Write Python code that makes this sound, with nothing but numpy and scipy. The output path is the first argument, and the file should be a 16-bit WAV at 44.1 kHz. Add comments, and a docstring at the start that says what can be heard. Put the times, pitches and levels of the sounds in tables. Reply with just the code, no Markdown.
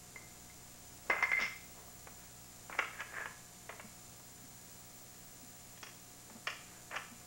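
"""A round wooden puzzle piece drops on a tiled floor, bounces and rattles to rest, ringing.
A child lays it on the board and slides it into its hole; a small piece follows. Each contact is a
knock, an edge click and a few ringing modes; rubbing is a train of tiny slips. The place is a small,
live room, with the camcorder's microphone near enough for the direct sound to lead the reflections.
Right at the microphone, the camcorder adds its tape motor's hum and ticking, hiss and a thin whistle."""
import sys
import numpy as np
from scipy import signal
from scipy.fft import next_fast_len
from scipy.io import wavfile

SR = 44100
rng = np.random.default_rng(int(sys.argv[2]) if len(sys.argv) > 2 else 0)


def bounce(signal):
    """Save signal as a 16-bit WAV file at the path given by the first command-line argument."""
    frames = np.transpose(np.atleast_2d(signal))
    limited = np.clip(frames, -1, 1)
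    pcm = np.round(limited * 32767).astype(np.int16)
    wavfile.write(sys.argv[1], SR, pcm)


N = 320166

# tape motor hum: multiple of the head drum's turning rate, relative_db
HUM_PARTIALS = [(1.5, -75), (2, -66), (3, -68), (4, -73), (5, -77.5), (6, -82), (8, -88), (12, -69.5),
                (15, -83), (20, -81)]
# spectra of the motor's ticks and of the hiss: frequency_hz, relative_db
TICK_SPECTRUM = [(800, -32), (2100, -3.5), (2700, -15), (4100, -5), (5400, -4.5), (6000, -0.5), (7400, 0.5),
                 (8900, -3), (10000, -6.5), (12000, -12.5), (15500, -8.5)]
HISS_SPECTRUM = [(18, 16.5), (35, 3), (100, 12), (230, 8.5), (400, 7), (800, 4), (1500, 1.5), (3500, -2),
                 (5000, -0.5), (6200, 2.5), (7800, 1.5), (10000, -1.5), (13000, -4), (15700, -7.5)]
# close tones of the line scan: pitch_hz, relative_db
WHISTLE_TONES = [(15730.4, -73), (15734.3, -60.5), (15747.3, -64.5)]

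# fingers nudge the round piece on the tiles: start_s, knock_db, hardness_db_per_octave
NUDGES = [(.159, -53, -5.5), (.215, -66, 3), (.497, -66, 2)]
# it drops and bounces, ever sooner: start_s, knock_db, ring_db, edge_db, second_rim_delay_s
BOUNCES = [(1.0983, -27.5, -29.5, -47.5, .009), (1.225, -31, -28.5, -45, .011),
           (1.316, -34.5, -28, -53, .0155), (1.368, -48, -31.5, -63, 0.0088)]
# later taps, in order of play: start_s, knock_db, hardness_db_per_octave
ROUND_ON_BOARD = [(2.07, -49, -4), (2.696, -45.5, -5), (2.725, -46.5, 0.5), (2.748, -48, -5),
                  (2.788, -28.5, 1.5), (2.822, -42, 0.5), (2.843, -45, 5), (3.004, -40.5, 4.5),
                  (3.016, -51, 0), (3.203, -48, -0.5), (3.256, -41.5, 0.5), (3.692, -42.5, -2),
                  (3.724, -52.5, -5.5), (3.796, -47, -1.5), (4.199, -60, -7)]  # taken up, laid down, pressed home
SMALL_ON_TILE = [(5.773, -58, 1), (5.829, -46.5, 7), (5.866, -53.5, 5), (5.89, -61, 5)]  # picked up
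SMALL_ON_BOARD = [(6.297, -58, -6), (6.47, -35, 5.5), (6.474, -38, 2), (6.499, -48, 9.5), (6.911, -46.5, 0),
                  (6.943, -46, 0.5), (6.958, -45, 4.5), (6.963, -37, 2.5)]  # set down, pushed home

# modes of the pieces: pitch_hz, relative_db, t60_s
ROUND_TILE_MODES = [(1724, -13.5, 0.089), (2086, 3.5, 0.068), (2230, -18, 0.054), (2300, -18, 0.071),
                    (3400, -35, 0.083), (4350, -27.5, 0.049)]
ROUND_HIGH_MODES = [(3470, -2, 0.08), (4500, -6, 0.065), (5430, 4, 0.088)]
ROUND_BOARD_MODES = [(1350, -11, 0.12), (1690, 12.5, 0.03), (1700, -1, 0.098), (2170, -5, 0.025)]
SMALL_TILE_MODES = [(1095, -6, 0.045), (1720, -2, 0.043), (3260, 1, 0.051), (3400, -8, 0.055),
                    (5800, -4, 0.076)]
SMALL_BOARD_MODES = [(1180, -2, 0.045), (1347, 4, 0.034), (2425, 3, 0.02), (2770, -5, 0.037)]
# dense, quickly damped resonances under each kind of knock: frequency_hz, relative_db
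TILE_KNOCK = [(100, -26), (220, -15.5), (500, -2.5), (780, -2), (1000, 0.5), (1280, 2), (1450, 0),
              (1640, 4.5), (1900, -0.5), (2300, 0.5), (2800, -11.5), (3300, -21.5), (3550, -19.5),
              (4000, -43.5)]
BOARD_KNOCK = [(100, -32), (250, -18), (450, -4), (720, -4.5), (1100, 0), (1380, 2), (1650, -8.5),
               (2000, 0), (2350, -4), (2850, -11), (3150, -16), (3550, -20), (4000, -41)]
SMALL_KNOCK = [(100, -16), (280, -18), (500, -2.5), (750, 0.5), (930, -2), (1250, -1), (1550, -5),
               (1850, 1.5), (2150, -5), (2500, -6), (2900, -4.5), (3300, -14), (3900, -28)]
# upper resonances that a hard edge wakes: frequency_hz, relative_db
ROUND_EDGE = [(2800, -6.5), (3550, -3), (4100, -15), (4500, -12), (5100, -3), (5480, -2), (5900, -9),
              (6400, -7), (7200, -27), (10000, -40)]
BOARD_EDGE = [(2300, -19), (2850, 8), (3150, -3), (3550, 3), (4050, -16), (4800, -2), (5400, -2), (6100, 2),
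              (7200, -14), (10000, -37)]
SMALL_EDGE = [(2700, -6.5), (3300, -15), (3900, -16), (4750, 0), (5100, -2), (5450, 4), (5820, -4),
              (6200, -3), (6600, -2), (7500, -26), (10000, -37)]
# decay of the small room: frequency_hz, t60_s
ROOM_DECAY = [(250, 0.3), (660, 0.53), (1740, 0.47), (4600, 0.65), (9000, 0.36)]

# rubbing strokes: peak_s, level_db, rise_s, fall_s
SCUFFS = [(1.095, -57, 0.062, 0.011), (1.785, -59, 0.077, .085), (1.885, -60, 0.023, .03),
          (6.31, -58.5, .035, 0.021), (6.365, -60.5, 0.023, 0.027)]  # palm or fingertips on tile and board
DRAGS = [(1.113, -39, 0.0067, 0.17), (2.23, -65.5, 0.089, .08), (2.735, -49.5, .04, 0.036),
         (2.79, -45, .025, 0.018), (6.76, -63, 0.18, .09), (6.935, -45.5, 0.031, .1)]  # pieces over tile and board
SLIDES = [(2.95, -54, .055, 0.11), (3.005, -45.5, 0.033, 0.023), (3.183, -40, 0.076, 0.082)]  # the round piece into its hole
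# the dull spectrum of skin on tile: frequency_hz, relative_db
SKIN_SPECTRUM = [(150, -19), (350, -1), (520, 3.5), (800, -0.5), (1250, -4.5), (1800, -10), (3000, -24)]
# weight shifting on the floor: start_s, level_db
FLOOR_BUMPS = [(1.41, -48.5), (3.842, -50), (4.434, -55.5), (5.43, -56), (6.31, -54), (6.351, -49.5),
               (7.115, -51)]

DRUM_HZ = 59.94  # turning rate of the head drum
TIME_S = np.arange(N) / SR


def gain_of(db):
    """Decibels to amplitude."""
    return 10 ** (np.asarray(db) / 20)


def unit_rms(x):
    """Scales to an rms of one."""
    return x / np.sqrt(np.mean(x ** 2) + 1e-20)


def at_level(x, db):
    """Sets the rms level of a sound's first 9 ms."""
    return gain_of(db) * x / np.sqrt(np.mean(x[:400] ** 2) + 1e-20)


def curve_at(points, hz):
    """Reads a table on a logarithmic frequency axis."""
    point_hz, value = np.transpose(points)
    return np.interp(np.log(hz + 1), np.log(point_hz + 1), value)


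def coloured(x, spectrum, tilt_db=0):
    """Causal filter with the given spectrum, tilted by tilt_db per octave from 400 to 3500 Hz."""
    size = next_fast_len(len(x) + 4096)
    hz = abs(np.fft.fftfreq(size, 1 / SR))
    octaves = np.log2(np.clip(hz, 400, 3500) / 1500)
    rolloff_db = -30 * np.log2(np.maximum(hz / spectrum[-1][0], 1))
    log_gain = np.log(gain_of(curve_at(spectrum, hz) + tilt_db * octaves + rolloff_db))
    minimum_phase = np.exp(np.conj(signal.hilbert(log_gain)))
    return np.fft.ifft(np.fft.fft(x, size) * minimum_phase).real[:len(x)]


def narrow_band(x, hz, width_hz):
    """Two passes through one resonance, scaled to an rms of one."""
    radius = np.exp(-np.pi * width_hz / SR)
    for _ in range(2):
        x = 2 * signal.lfilter([1 - radius], [1, -radius * np.exp(2j * np.pi * hz / SR)], x).real
    return unit_rms(x)


def add(mix, start_s, sound):
    """Mixes a sound in at a time."""
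    part = mix[round(start_s * SR):][:len(sound)]
    part += sound[:len(part)]


def motor_hum(gain_db):
    """The head drum hums at multiples of its turning rate, right by the microphone."""
    hum = sum(gain_of(db) * np.sin(2 * np.pi * (multiple * DRUM_HZ * TIME_S + rng.random()))
              for multiple, db in HUM_PARTIALS)
    return gain_of(gain_db) * np.sqrt(2) * hum


def motor_ticks(level_db, spread_db, head_db, head_offset_turns):
    """The coils switch eight times a turn with alternating sign; the heads add one tick a turn."""
    steps = np.arange(int(N / SR * DRUM_HZ * 8))
    head_turns = steps[::8] / 8 + head_offset_turns
    turns = np.concatenate([steps / 8, head_turns])
    sizes = np.concatenate([(-1.) ** steps, np.full(len(head_turns), gain_of(head_db))])
    sizes *= gain_of(spread_db * rng.standard_normal(len(turns)))
    centres = turns[:, None] / DRUM_HZ * SR
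    samples = centres.astype(int) + np.arange(-8, 9)
    pulses = sizes[:, None] * np.sinc(samples - centres)  # ticks fall between samples
    ticks = np.bincount(np.clip(samples, 0, N).ravel(), pulses.ravel(), N + 1)[:N]
    return gain_of(level_db) * unit_rms(coloured(ticks, TICK_SPECTRUM))


def low_hum(level_db, beat_s, loudest_s, depth):
    """A hum at the drum's turning rate waxes and wanes in a slow beat."""
    beat = 1 + depth * np.cos(2 * np.pi * (TIME_S - loudest_s) / beat_s)
    return gain_of(level_db) * beat * np.sqrt(2) * np.sin(2 * np.pi * DRUM_HZ * TIME_S)


def hiss(level_db, case_db, case_hz, case_width_hz):
    """Steady hiss, with a narrow band ringing in the camcorder's case."""
    wide = unit_rms(coloured(rng.standard_normal(N), HISS_SPECTRUM))
    case = narrow_band(rng.standard_normal(N), case_hz, case_width_hz)
    return gain_of(level_db) * wide + gain_of(case_db) * case


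def whistle(gain_db, beat_s, silent_s):
    """The line scan's close tones flutter against each other and fall silent once in each slow beat."""
    tones = sum(gain_of(db) * np.sin(2 * np.pi * (hz * TIME_S + rng.random()))
                for hz, db in WHISTLE_TONES)
    return gain_of(gain_db) * tones * np.sin(np.pi * (TIME_S - silent_s) / beat_s)


def taps(rows, ring_share_db, edge_share_db):
    """Contact rows whose ring and edge click follow the knock; harder taps click more."""
    click_per_hardness = 1.36
    return [(s, db, hardness, db + ring_share_db, db + edge_share_db + click_per_hardness * hardness)
            for s, db, hardness in rows]


def ringing(t, modes):
    """A struck piece's decaying modes, each starting at a phase of its own."""
    ring = sum(gain_of(db - 60 * t / t60) * np.sin(2 * np.pi * (hz * t + rng.random()))
               for hz, db, t60 in modes)
    return ring * (1 - np.exp(-t / 0.001))


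def burst(t, rise_s, t60_s):
    """A blow scattered at once by the wood and the floor around it."""
    return rng.standard_normal(len(t)) * (1 - np.exp(-t / rise_s)) * gain_of(-60 * t / t60_s)


def contacts(rows, knock, edge, modes, rise_s, knock_t60_s, edge_t60_s, choke_t60_s):
    """Each contact gives a knock, an edge click and a ring that the next contact chokes."""
    out, t = np.zeros(N), np.arange(SR // 5) / SR
    gaps_s = np.diff([row[0] for row in rows], append=N / SR)
    for (start_s, knock_db, hardness, ring_db, edge_db), gap_s in zip(rows, gaps_s):
        choke = gain_of(-60 * np.maximum(t - gap_s, 0) / choke_t60_s)
        add(out, start_s, at_level(ringing(t, modes) * choke, ring_db))
        add(out, start_s, at_level(coloured(burst(t, rise_s, knock_t60_s), knock, hardness), knock_db))
        add(out, start_s, at_level(coloured(burst(t, rise_s, edge_t60_s), edge), edge_db))
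    return out


def shimmer(rows, share_db):
    """Edge blows on the tiles leave the round piece's high modes ringing."""
    out, t = np.zeros(N), np.arange(SR // 4) / SR
    for start_s, *_, edge_db in rows:
        add(out, start_s, at_level(ringing(t, ROUND_HIGH_MODES), edge_db + share_db))
    return out


def room(x, gap_s, build_s):
    """Sparse reflections build up at the microphone, each band dying at its own speed."""
    reflections = rng.choice([-1., 1.], SR) * (rng.random(SR) < 3000 / SR)
    reflections *= np.clip((np.arange(SR) / SR - gap_s) / build_s, 0, 1)
    hz, t, bands = signal.stft(reflections, SR, nperseg=256)
    decay = gain_of(-60 * t / curve_at(ROOM_DECAY, hz)[:, None])
    tail = signal.istft(bands * decay, SR, nperseg=256)[1]
    return signal.fftconvolve(x, tail / np.linalg.norm(tail))[:N]


def slips(per_s, spread_db):
    """Friction: a dense random train of tiny slips of uneven size."""
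    sizes = rng.choice([-1., 1.], N) * gain_of(spread_db * rng.uniform(-1.2, 1, N))
    return sizes * (rng.random(N) < per_s / SR)


def strokes(rows):
    """Each rubbing stroke swells and fades, 19 dB down one rise or fall time from its peak."""
    envelope = np.zeros(N)
    for peak_s, db, rise_s, fall_s in rows:
        from_peak = np.maximum((peak_s - TIME_S) / rise_s, (TIME_S - peak_s) / fall_s)
        envelope += gain_of(db - 19 * np.clip(from_peak, 0, 10) ** 1.4)
    return envelope


def rubbing(ring_share_db, ring_hz, ring_width_hz, tilt_db):
    """Slips shake board and tile; the sliding round piece sings at its main mode; skin only brushes."""
    grain = slips(per_s=1500, spread_db=7.5)
    board = unit_rms(coloured(grain, BOARD_KNOCK, tilt_db))
    sliding = unit_rms(board + gain_of(ring_share_db) * narrow_band(grain, ring_hz, ring_width_hz))
    dragging = unit_rms(coloured(grain, TILE_KNOCK, tilt_db))
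    brushing = unit_rms(coloured(rng.standard_normal(N), SKIN_SPECTRUM))
    return sliding * strokes(SLIDES) + dragging * strokes(DRAGS) + brushing * strokes(SCUFFS)


def bounces(harder_per_s, second_rim_db, still_after_s, still_db):
    """Three contacts a bounce: one rim, a softer knock on the other, a touch that stills the ring."""
    rows = []
    for start_s, knock_db, ring_db, edge_db, rock_s in BOUNCES:
        hardness = -1.75 + harder_per_s * (start_s - BOUNCES[0][0])  # the first landing is dull
        first_rim = (knock_db, ring_db - 2.5, edge_db)
        second_rim = np.array([knock_db + second_rim_db, ring_db, edge_db + second_rim_db])
        landings = [(0, first_rim), (rock_s, second_rim), (rock_s + still_after_s, second_rim + still_db)]
        for delay_s, (knock, ring, edge) in landings:
            rows.append((start_s + delay_s, knock, hardness, ring, edge))
    return rows


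def rattle(count, start_s, rock_s, peak_s, rise_db_per_s, fall_db_per_s):
    """Nearly flat, the piece rocks from rim to rim in an even run of ever harder contacts."""
    def swell_db(s):
        """Rises to the peak and dies away."""
        return np.minimum(rise_db_per_s * (s - peak_s), fall_db_per_s * (peak_s - s))
    age_s = rock_s * np.arange(count)
    times_s = start_s + age_s
    knock_db = -39 - 65 * age_s
    hardness = 1.4 + 150 * age_s
    ring_db = -34 + swell_db(times_s - rock_s)  # one contact behind the clicks
    edge_db = -41 + swell_db(times_s)
    return list(zip(times_s, knock_db, hardness, ring_db, edge_db))


def floor_bumps(pitch_hz, t60_s, rise_s):
    """Shifting weight rings one low mode, at a slightly different pitch each time."""
    out, t = np.zeros(N), np.arange(SR // 4) / SR
    envelope = (1 - np.exp(-t / rise_s)) * gain_of(-60 * t / t60_s)
    for start_s, db in FLOOR_BUMPS:
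        tone = np.sin(2 * np.pi * pitch_hz * rng.normal(1, 0.062) * t)
        add(out, start_s, gain_of(db) * envelope / envelope.max() * tone)
    return out


def lying_loose(rows, from_s, to_s, boost_db):
    """The round piece rings louder while no hand or hole holds it."""
    return [(s, knock_db, hardness, ring_db + boost_db * (from_s < s < to_s), edge_db)
            for s, knock_db, hardness, ring_db, edge_db in rows]


def scene():
    """One microphone, on both channels, hears the puzzle, the room and the camcorder's own noise."""
    round_on_tile = taps(NUDGES, ring_share_db=7, edge_share_db=-14)
    round_on_tile += bounces(harder_per_s=28, second_rim_db=-10.5, still_after_s=0.018, still_db=-10)
    round_on_tile += rattle(count=8, start_s=1.39, rock_s=0.0103, peak_s=1.412,
                            rise_db_per_s=600, fall_db_per_s=263)
    round_on_board = taps(ROUND_ON_BOARD, ring_share_db=-12, edge_share_db=-20)
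    round_on_board = lying_loose(round_on_board, from_s=2.9, to_s=3.5, boost_db=10)
    small_on_tile = taps(SMALL_ON_TILE, ring_share_db=-4, edge_share_db=-12.5)
    small_on_board = taps(SMALL_ON_BOARD, ring_share_db=-8, edge_share_db=-17)
    dropped = contacts(round_on_tile, TILE_KNOCK, ROUND_EDGE, ROUND_TILE_MODES,
                       rise_s=0.00034, knock_t60_s=0.047, edge_t60_s=0.057, choke_t60_s=0.013)
    seated = contacts(round_on_board, BOARD_KNOCK, BOARD_EDGE, ROUND_BOARD_MODES,
                      rise_s=0.00056, knock_t60_s=0.057, edge_t60_s=0.04, choke_t60_s=0.026)
    picked = contacts(small_on_tile, SMALL_KNOCK, SMALL_EDGE, SMALL_TILE_MODES,
                      rise_s=0.00087, knock_t60_s=0.04, edge_t60_s=0.04, choke_t60_s=0.04)
    placed = contacts(small_on_board, SMALL_KNOCK, SMALL_EDGE, SMALL_BOARD_MODES,
                      rise_s=0.0013, knock_t60_s=0.06, edge_t60_s=0.025, choke_t60_s=0.035)
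    rubbed = rubbing(ring_share_db=3, ring_hz=1670, ring_width_hz=220, tilt_db=-0.5)
    direct = dropped + shimmer(round_on_tile, share_db=-12) + seated + picked + placed + rubbed
    play = direct + gain_of(-7) * room(direct, gap_s=0.0035, build_s=0.0073)
    play += floor_bumps(pitch_hz=226, t60_s=0.12, rise_s=0.0059)
    camcorder = motor_hum(gain_db=-1.3)
    camcorder += motor_ticks(level_db=-62, spread_db=2.5, head_db=3.5, head_offset_turns=0.57)
    camcorder += low_hum(level_db=-72, beat_s=9.2, loudest_s=1.3, depth=0.56)
    camcorder += hiss(level_db=-58, case_db=-65, case_hz=7103, case_width_hz=180)
    camcorder += whistle(gain_db=0.5, beat_s=3.4, silent_s=3.35)
    return np.array([play + camcorder, play + camcorder])


def record(dry):
    """The camcorder's band limit, just above the whistle."""
    lowpass = signal.firwin(1023, cutoff=15850, window=("kaiser", 9), fs=SR)
    return signal.oaconvolve(dry, lowpass[None], "same")


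dry = scene()
out = record(dry)
bounce(out)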